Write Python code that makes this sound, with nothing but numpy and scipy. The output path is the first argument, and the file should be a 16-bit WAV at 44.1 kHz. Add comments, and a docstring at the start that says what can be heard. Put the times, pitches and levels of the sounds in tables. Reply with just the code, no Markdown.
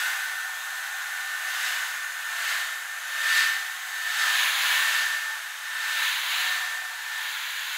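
"""An upright carpet cleaner works to and fro past a microphone on the floor of a small room.
It starts angled away: the room alone carries most of the whine of its turbine, a blade tone with shaft lines.
From 2.35 to 3.1 s it swings round, and the whine then follows where it stands; the brush drive mostly fades.
From about 4 s longer pushes carry the nozzle past: its hiss gives way to the side vent's rush, then returns.
Throughout, shaped noise makes the motor's roar and a faint rumble of wheels and bristles in the pile."""
import sys
import numpy as np
from scipy import signal
from scipy.fft import rfft, irfft, next_fast_len
from scipy.io import wavfile
from scipy.ndimage import uniform_filter1d, map_coordinates

SR = 44100
rng = np.random.default_rng(int(sys.argv[2]) if len(sys.argv) > 2 else 0)


def inscribe(sig):
    """Save sig as 16-bit PCM at rate SR to the path in sys.argv[1].

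    A 1-D sig is mono; a 2-D sig holds one channel per row.
    Samples are clipped to [-1, 1] before scaling.
    """
    pcm = np.round(np.clip(np.atleast_2d(sig).T, -1, 1) * 32767)
    wavfile.write(sys.argv[1], SR, pcm.astype(np.int16))


N = 342657

# blade tone at the start, its slow sag, and its drop under a forward push (a pull raises it)
WHINE_HZ, SAG_HZ_PER_S, LOAD_HZ_PER_M_S = 1793.8, 0.8, 1.2
BLADES = 5
# weaker lines of the turbine: (multiple of the shaft rate, level against the air noise [dB])
SHAFT_LINES = [(4, -21.5), (12, -25), (15, -37), (16, -40), (18, -25), (20, -33), (24, -38)]


def turbine(ahead, aside, speed, air_db):
    """Blades chop the air into a whine that sags slowly and under load, with less steady shaft lines."""
    pitch_hz = WHINE_HZ - SAG_HZ_PER_S * np.arange(N) / SR - LOAD_HZ_PER_M_S * speed
    turns = np.cumsum(pitch_hz / BLADES) / SR
    whine = amp(whine_level(ahead, aside)) * tone(BLADES * turns, scatter=0.16, rate=14)
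    air_level = np.sqrt(sum(amp(db) ** 2 for db in air_db))
    lines = sum(amp(db) * tone(order * turns, scatter=1.1, rate=35) for order, db in SHAFT_LINES)
    return whine + air_level * lines


TURBINE_AT = (0.078, 0.16)  # (behind the nozzle [m], above or below the microphone [m])
WHINE_DB = -40.5  # at one metre
ROOM_WHINE_DB = -37  # the whine as the room alone carries it
WHINE_LAG_S = 0.014  # the standing waves take a moment to build up
# the body's shadow and standing waves weaken or lift the whine: (nozzle ahead [m], width [m], change [dB])
WHINE_ZONES = [(-0.5, 0.16, -10), (0.38, 0.12, 1.5), (0.65, 0.083, -7)]
# the machine swings round to face the microphone: (time [s], share heard directly [0 to 1])
FACING = [(2.35, 0.15), (3.1, 1.0)]


def whine_level(ahead, aside):
    """The blade tone in dB: nearly even while the machine is angled away, then set by where it stands."""
    facing, = curves(FACING)
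    near_db, _ = heard_from(TURBINE_AT, ahead, aside)
    zones_db = sum(db * np.exp(-((ahead - place) / width) ** 2) for place, width, db in WHINE_ZONES)
    direct_db = WHINE_DB + near_db + zones_db
    level_db = ROOM_WHINE_DB + facing * (direct_db - ROOM_WHINE_DB)
    t = np.arange(N) / SR
    return np.interp(t - WHINE_LAG_S, t, level_db)


# colours of the three air noises: (frequency [Hz], relative level per Hz [dB])
ROAR_SPECTRUM = [(30, -100), (100, -78), (280, -50), (400, -36.5), (750, -8.5), (1200, -6), (1600, 2.5),
                 (2300, -9.5), (3800, -31.5), (5200, -22.5), (6600, -13), (8700, -19), (10200, -16),
                 (15700, -24.5)]
VENT_SPECTRUM = [(30, -95), (100, -72), (400, -33.5), (750, -24), (1200, -11.5), (1700, 2), (2300, -0.5),
                 (3900, 0.3), (5500, -17.5), (7000, -9), (8700, -30.5), (10000, -17.5), (15700, -15.5)]
NOZZLE_SPECTRUM = [(30, -95), (100, -77), (400, -36), (750, -32), (1200, -9), (1700, 0.0), (2300, -10),
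                   (4300, -12), (5600, -15.5), (8000, -15.5), (9300, -27), (13500, -20.5), (15700, -32)]
# peaks and dips in the colour of each noise: (centre [Hz], width [Hz], height [dB])
ROAR_PEAKS = [(883, 22, 4.5), (1470, 97, -5), (3800, 160, -3), (12700, 400, 2), (13700, 400, 7)]
VENT_PEAKS = [(990, 320, 12.5), (2200, 180, 2.4), (3560, 160, 0.37), (9700, 490, 9.2)]
NOZZLE_PEAKS = [(1510, 91, 1.5), (2900, 1060, 5), (3690, 250, 5.5), (6860, 190, -5.5), (10230, 1100, 6),
                (11400, 830, -6.5)]


def airflow(roar_db, vent_db, nozzle_db):
    """Turbulent air: the motor's roar fills the room, while vent and nozzle rise with nearness."""
    roar = rush(ROAR_SPECTRUM, ROAR_PEAKS, ripple_db=3.0)
    # air forced through a narrow gap adds a thin, fuzzy whistle
    whistle = amp(-22.0) * band(centre_hz=6340, width_hz=90)
    vent = rush(VENT_SPECTRUM, VENT_PEAKS, ripple_db=1.2)
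    vent = floor_bounce(vent, vent_db, near_delay_ms=0.336, shrink_per_db=0.24, strength=0.099)
    nozzle = rush(NOZZLE_SPECTRUM, NOZZLE_PEAKS, ripple_db=2.0)
    # the pile soaks up the slot's bright rush, which only comes through close by
    slot_db = -11.5 + 0.99 * (nozzle_db - nozzle_db.max())
    slot = amp(slot_db) * band(centre_hz=4470, width_hz=390)
    return amp(roar_db) * (roar + whistle) + amp(vent_db) * vent + amp(nozzle_db) * (nozzle + slot)


# seats on the machine: (behind the nozzle [m], above or below the microphone [m])
NOZZLE_AT, MOTOR_AT, VENT_AT = (0.0052, 0.062), (0.2, 0.34), (0.32, 0.26)
NOZZLE_DB, ROAR_DB, VENT_DB = -42, -40.5, -35  # at one metre; the roar's level is further faded by the turning below
ROOM_ROAR_DB = -41.5  # the roar that fills the room, before the same fade
ROAR_TURN_SHARE = 0.16  # how far the roar follows the brush drive's level
VENT_END_ON_DB = -12  # the vent blows sideways, so it is this much weaker from the front


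def air_levels(ahead, aside):
    """Roar, vent and nozzle in dB: each falls with distance, and the vent beams to the side."""
    drive_db, = curves(DRIVE_LEVEL)
    motor_db, _ = heard_from(MOTOR_AT, ahead, aside)
    roar = np.hypot(amp(ROOM_ROAR_DB), amp(ROAR_DB + motor_db))
    roar_db = 20 * np.log10(roar) + ROAR_TURN_SHARE * drive_db
    vent_db, end_on = heard_from(VENT_AT, ahead, aside)
    nozzle_db, _ = heard_from(NOZZLE_AT, ahead, aside)
    return roar_db, VENT_DB + vent_db + VENT_END_ON_DB * end_on, NOZZLE_DB + nozzle_db


ROLL_AT = (0.2, 0.53)  # the wheels' seat: (behind the nozzle [m], above or below the microphone [m])
ROLL_DB, IDLE_ROLL_DB = -90, -99  # rumble at 1 m/s and one metre, and of the brush alone, before its wobble
ROLL_GROWTH = 0.6  # power of the speed by which the rumble grows
# steady tones of the brush drive: (frequency [Hz], level before the drive's fade [dB])
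DRIVE = [(760.8, -69.5), (1521.6, -47.5)]
# the drive's level as its side of the machine turns: (time [s], level [dB])
DRIVE_LEVEL = [(0, 10), (0.6, 4), (1.9, 4.5), (2.7, -1), (4.8, -5.5), (6, -21), (7, -15.5), (7.77, -14)]
# colour of the rumble in the pile: (frequency [Hz], relative level per Hz [dB])
PILE = [(25, -26), (45, -24), (75, -28), (130, -8), (250, 5.5), (380, -1), (700, -16)]


def brush(ahead, aside, speed):
    """The brush drive hums and rings its casing while wheels and bristles rumble over the carpet."""
    hum = sum(amp(db) * tone(hz * np.arange(N) / SR, scatter=0.93, rate=14) for hz, db in DRIVE)
    casing = amp(-47.0) * band(centre_hz=1460, width_hz=58)
    drive_db, = curves(DRIVE_LEVEL)
    near_db, _ = heard_from(ROLL_AT, ahead, aside)
    rolling = amp(ROLL_DB + near_db) * np.abs(speed) ** ROLL_GROWTH
    roll_level = np.hypot(amp(IDLE_ROLL_DB), rolling) * amp(1.4 * wobble(14))
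    rumble = unit(filtered(rng.standard_normal(N), lambda hz: amp(along(PILE, hz))))
    # a multiple of the mains frequency, too low for the body to shade it
    mains = amp(-77) * tone(480 * np.arange(N) / SR, scatter=0.45, rate=6)
    return mains + amp(drive_db) * (hum + casing) + roll_level * rumble


EASE = 0.49  # share of each stroke that slows smoothly into the turn
# where each push or pull ends: (time [s], nozzle short of the microphone [m], negative = past it, aside [m])
STROKES = [(-0.04, 0.097, 0.24), (0.479, 0.64, 0.31), (1.34, 0.5, 0.4), (1.66, 0.13, 0.19),
           (2.15, 0.67, 0.38), (2.51, 0.12, 0.17), (2.9, 0.84, 0.13), (3.38, 0.01, 0.095),
           (3.799, 0.67, 0.22), (4.549, -0.45, 0.12), (5.551, 0.69, 0.23), (6.22, -0.52, 0.31),
           (6.97, 0.64, 0.35), (7.41, -0.41, 0.82), (7.9, -0.47, 0.63)]


def travel():
    """The nozzle's place (ahead m, aside m) and forward speed (m/s), easing from stroke to stroke."""
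    s, ahead, aside = np.transpose(STROKES)
    index = np.arange(len(s))
    stroke = np.interp(np.arange(N) / SR, s, index)
    eased = np.floor(stroke) + (1 - np.cos(np.pi * (stroke % 1))) / 2
    progress = stroke + EASE * (eased - stroke)
    ahead, aside = np.interp(progress, index, ahead), np.interp(progress, index, aside)
    return ahead, aside, -np.gradient(ahead) * SR


def heard_from(seat, ahead, aside):
    """A source's gain over one metre (dB), and how end-on it is seen (0 = broadside, 1 = end-on)."""
    behind, height = seat
    distance = np.sqrt((ahead + behind) ** 2 + aside ** 2 + height ** 2)
    return -20 * np.log10(distance), ((ahead + behind) / distance) ** 2


def floor_bounce(x, level_db, near_delay_ms, shrink_per_db, strength):
    """Adds a floor echo whose lag shrinks as the source gets louder, so its comb notches sweep up."""
    nearness_db = level_db - level_db.max()
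    lag = near_delay_ms * np.exp(-shrink_per_db * nearness_db) * SR / 1000  # samples
    echo = map_coordinates(x, [np.arange(N) - lag])
    return (x + strength * echo) / np.hypot(1, strength)


def rush(spectrum, peaks, ripple_db):
    """Turbulent air of rms 1, coloured by a spectrum with its peaks and dips."""
    def response(hz):
        duct_db = sum(db / (1 + (2 * (hz - centre) / width) ** 2) for centre, width, db in peaks)
        return amp(along(spectrum, hz) + duct_db)
    return unit(filtered(room_noise(ripple_db), response))


def room_noise(ripple_db, size=2048):
    """White noise with the fine peaks and dips of room echoes, drifting slowly at random."""
    z = signal.stft(rng.standard_normal(N), nperseg=size)[2]
    # smoothed over 2 frequency bins and 30 frames
    field = uniform_filter1d(rng.standard_normal(z.shape), size=2, axis=0)
    field = uniform_filter1d(field, size=30, axis=1)
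    return signal.istft(z * amp(ripple_db * unit(field)), nperseg=size)[1][:N]


def band(centre_hz, width_hz):
    """Noise of rms 1 ringing in one resonance, with steep skirts; half amplitude at width_hz off centre."""
    return unit(filtered(rng.standard_normal(N), lambda hz: 1 / (1 + ((hz - centre_hz) / width_hz) ** 4)))


def tone(cycles, scatter, rate):
    """A line of rms 1: the direct tone plus echoes of drifting strength and phase."""
    echoes = scatter * (wobble(rate) + 1j * wobble(rate))
    return unit(np.real((1 + echoes) * np.exp(2j * np.pi * cycles)))


def wobble(rate):
    """A smooth random curve, rate knots a second."""
    return map_coordinates(rng.standard_normal(int(N * rate / SR) + 4), [np.arange(N) * rate / SR])


def filtered(x, response):
    """x shaped by a gain at each frequency."""
    m = next_fast_len(N + SR // 2)
    return irfft(rfft(x, m) * response(np.fft.rfftfreq(m, 1 / SR)), m)[..., :N]


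def along(points, hz):
    """(frequency [Hz], value) points read on a log axis."""
    f, v = np.transpose(points)
    return np.interp(np.log(hz + 1), np.log(f + 1), v)


def curves(rows):
    """One value per sample for each column after the time."""
    s, *cols = np.transpose(rows)
    return [np.interp(np.arange(N) / SR, s, c) for c in cols]


def amp(db):
    """Decibels to gain."""
    return 10 ** (np.asarray(db) / 20)


def unit(x):
    """Scaled to rms 1."""
    return x / np.sqrt(np.mean(x ** 2) + 1e-20)


def scene():
    """The whole machine, moved by its strokes and alike in both channels."""
    ahead, aside, speed = travel()
    air_db = air_levels(ahead, aside)
    machine = turbine(ahead, aside, speed, air_db) + airflow(*air_db) + brush(ahead, aside, speed)
    return np.array([machine, machine])


TOP_HZ = 15750


def record(dry):
    """The microphone's chain keeps nothing from its band limit up."""
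    return filtered(dry, lambda hz: hz < TOP_HZ)


dry = scene()
out = record(dry)
inscribe(out)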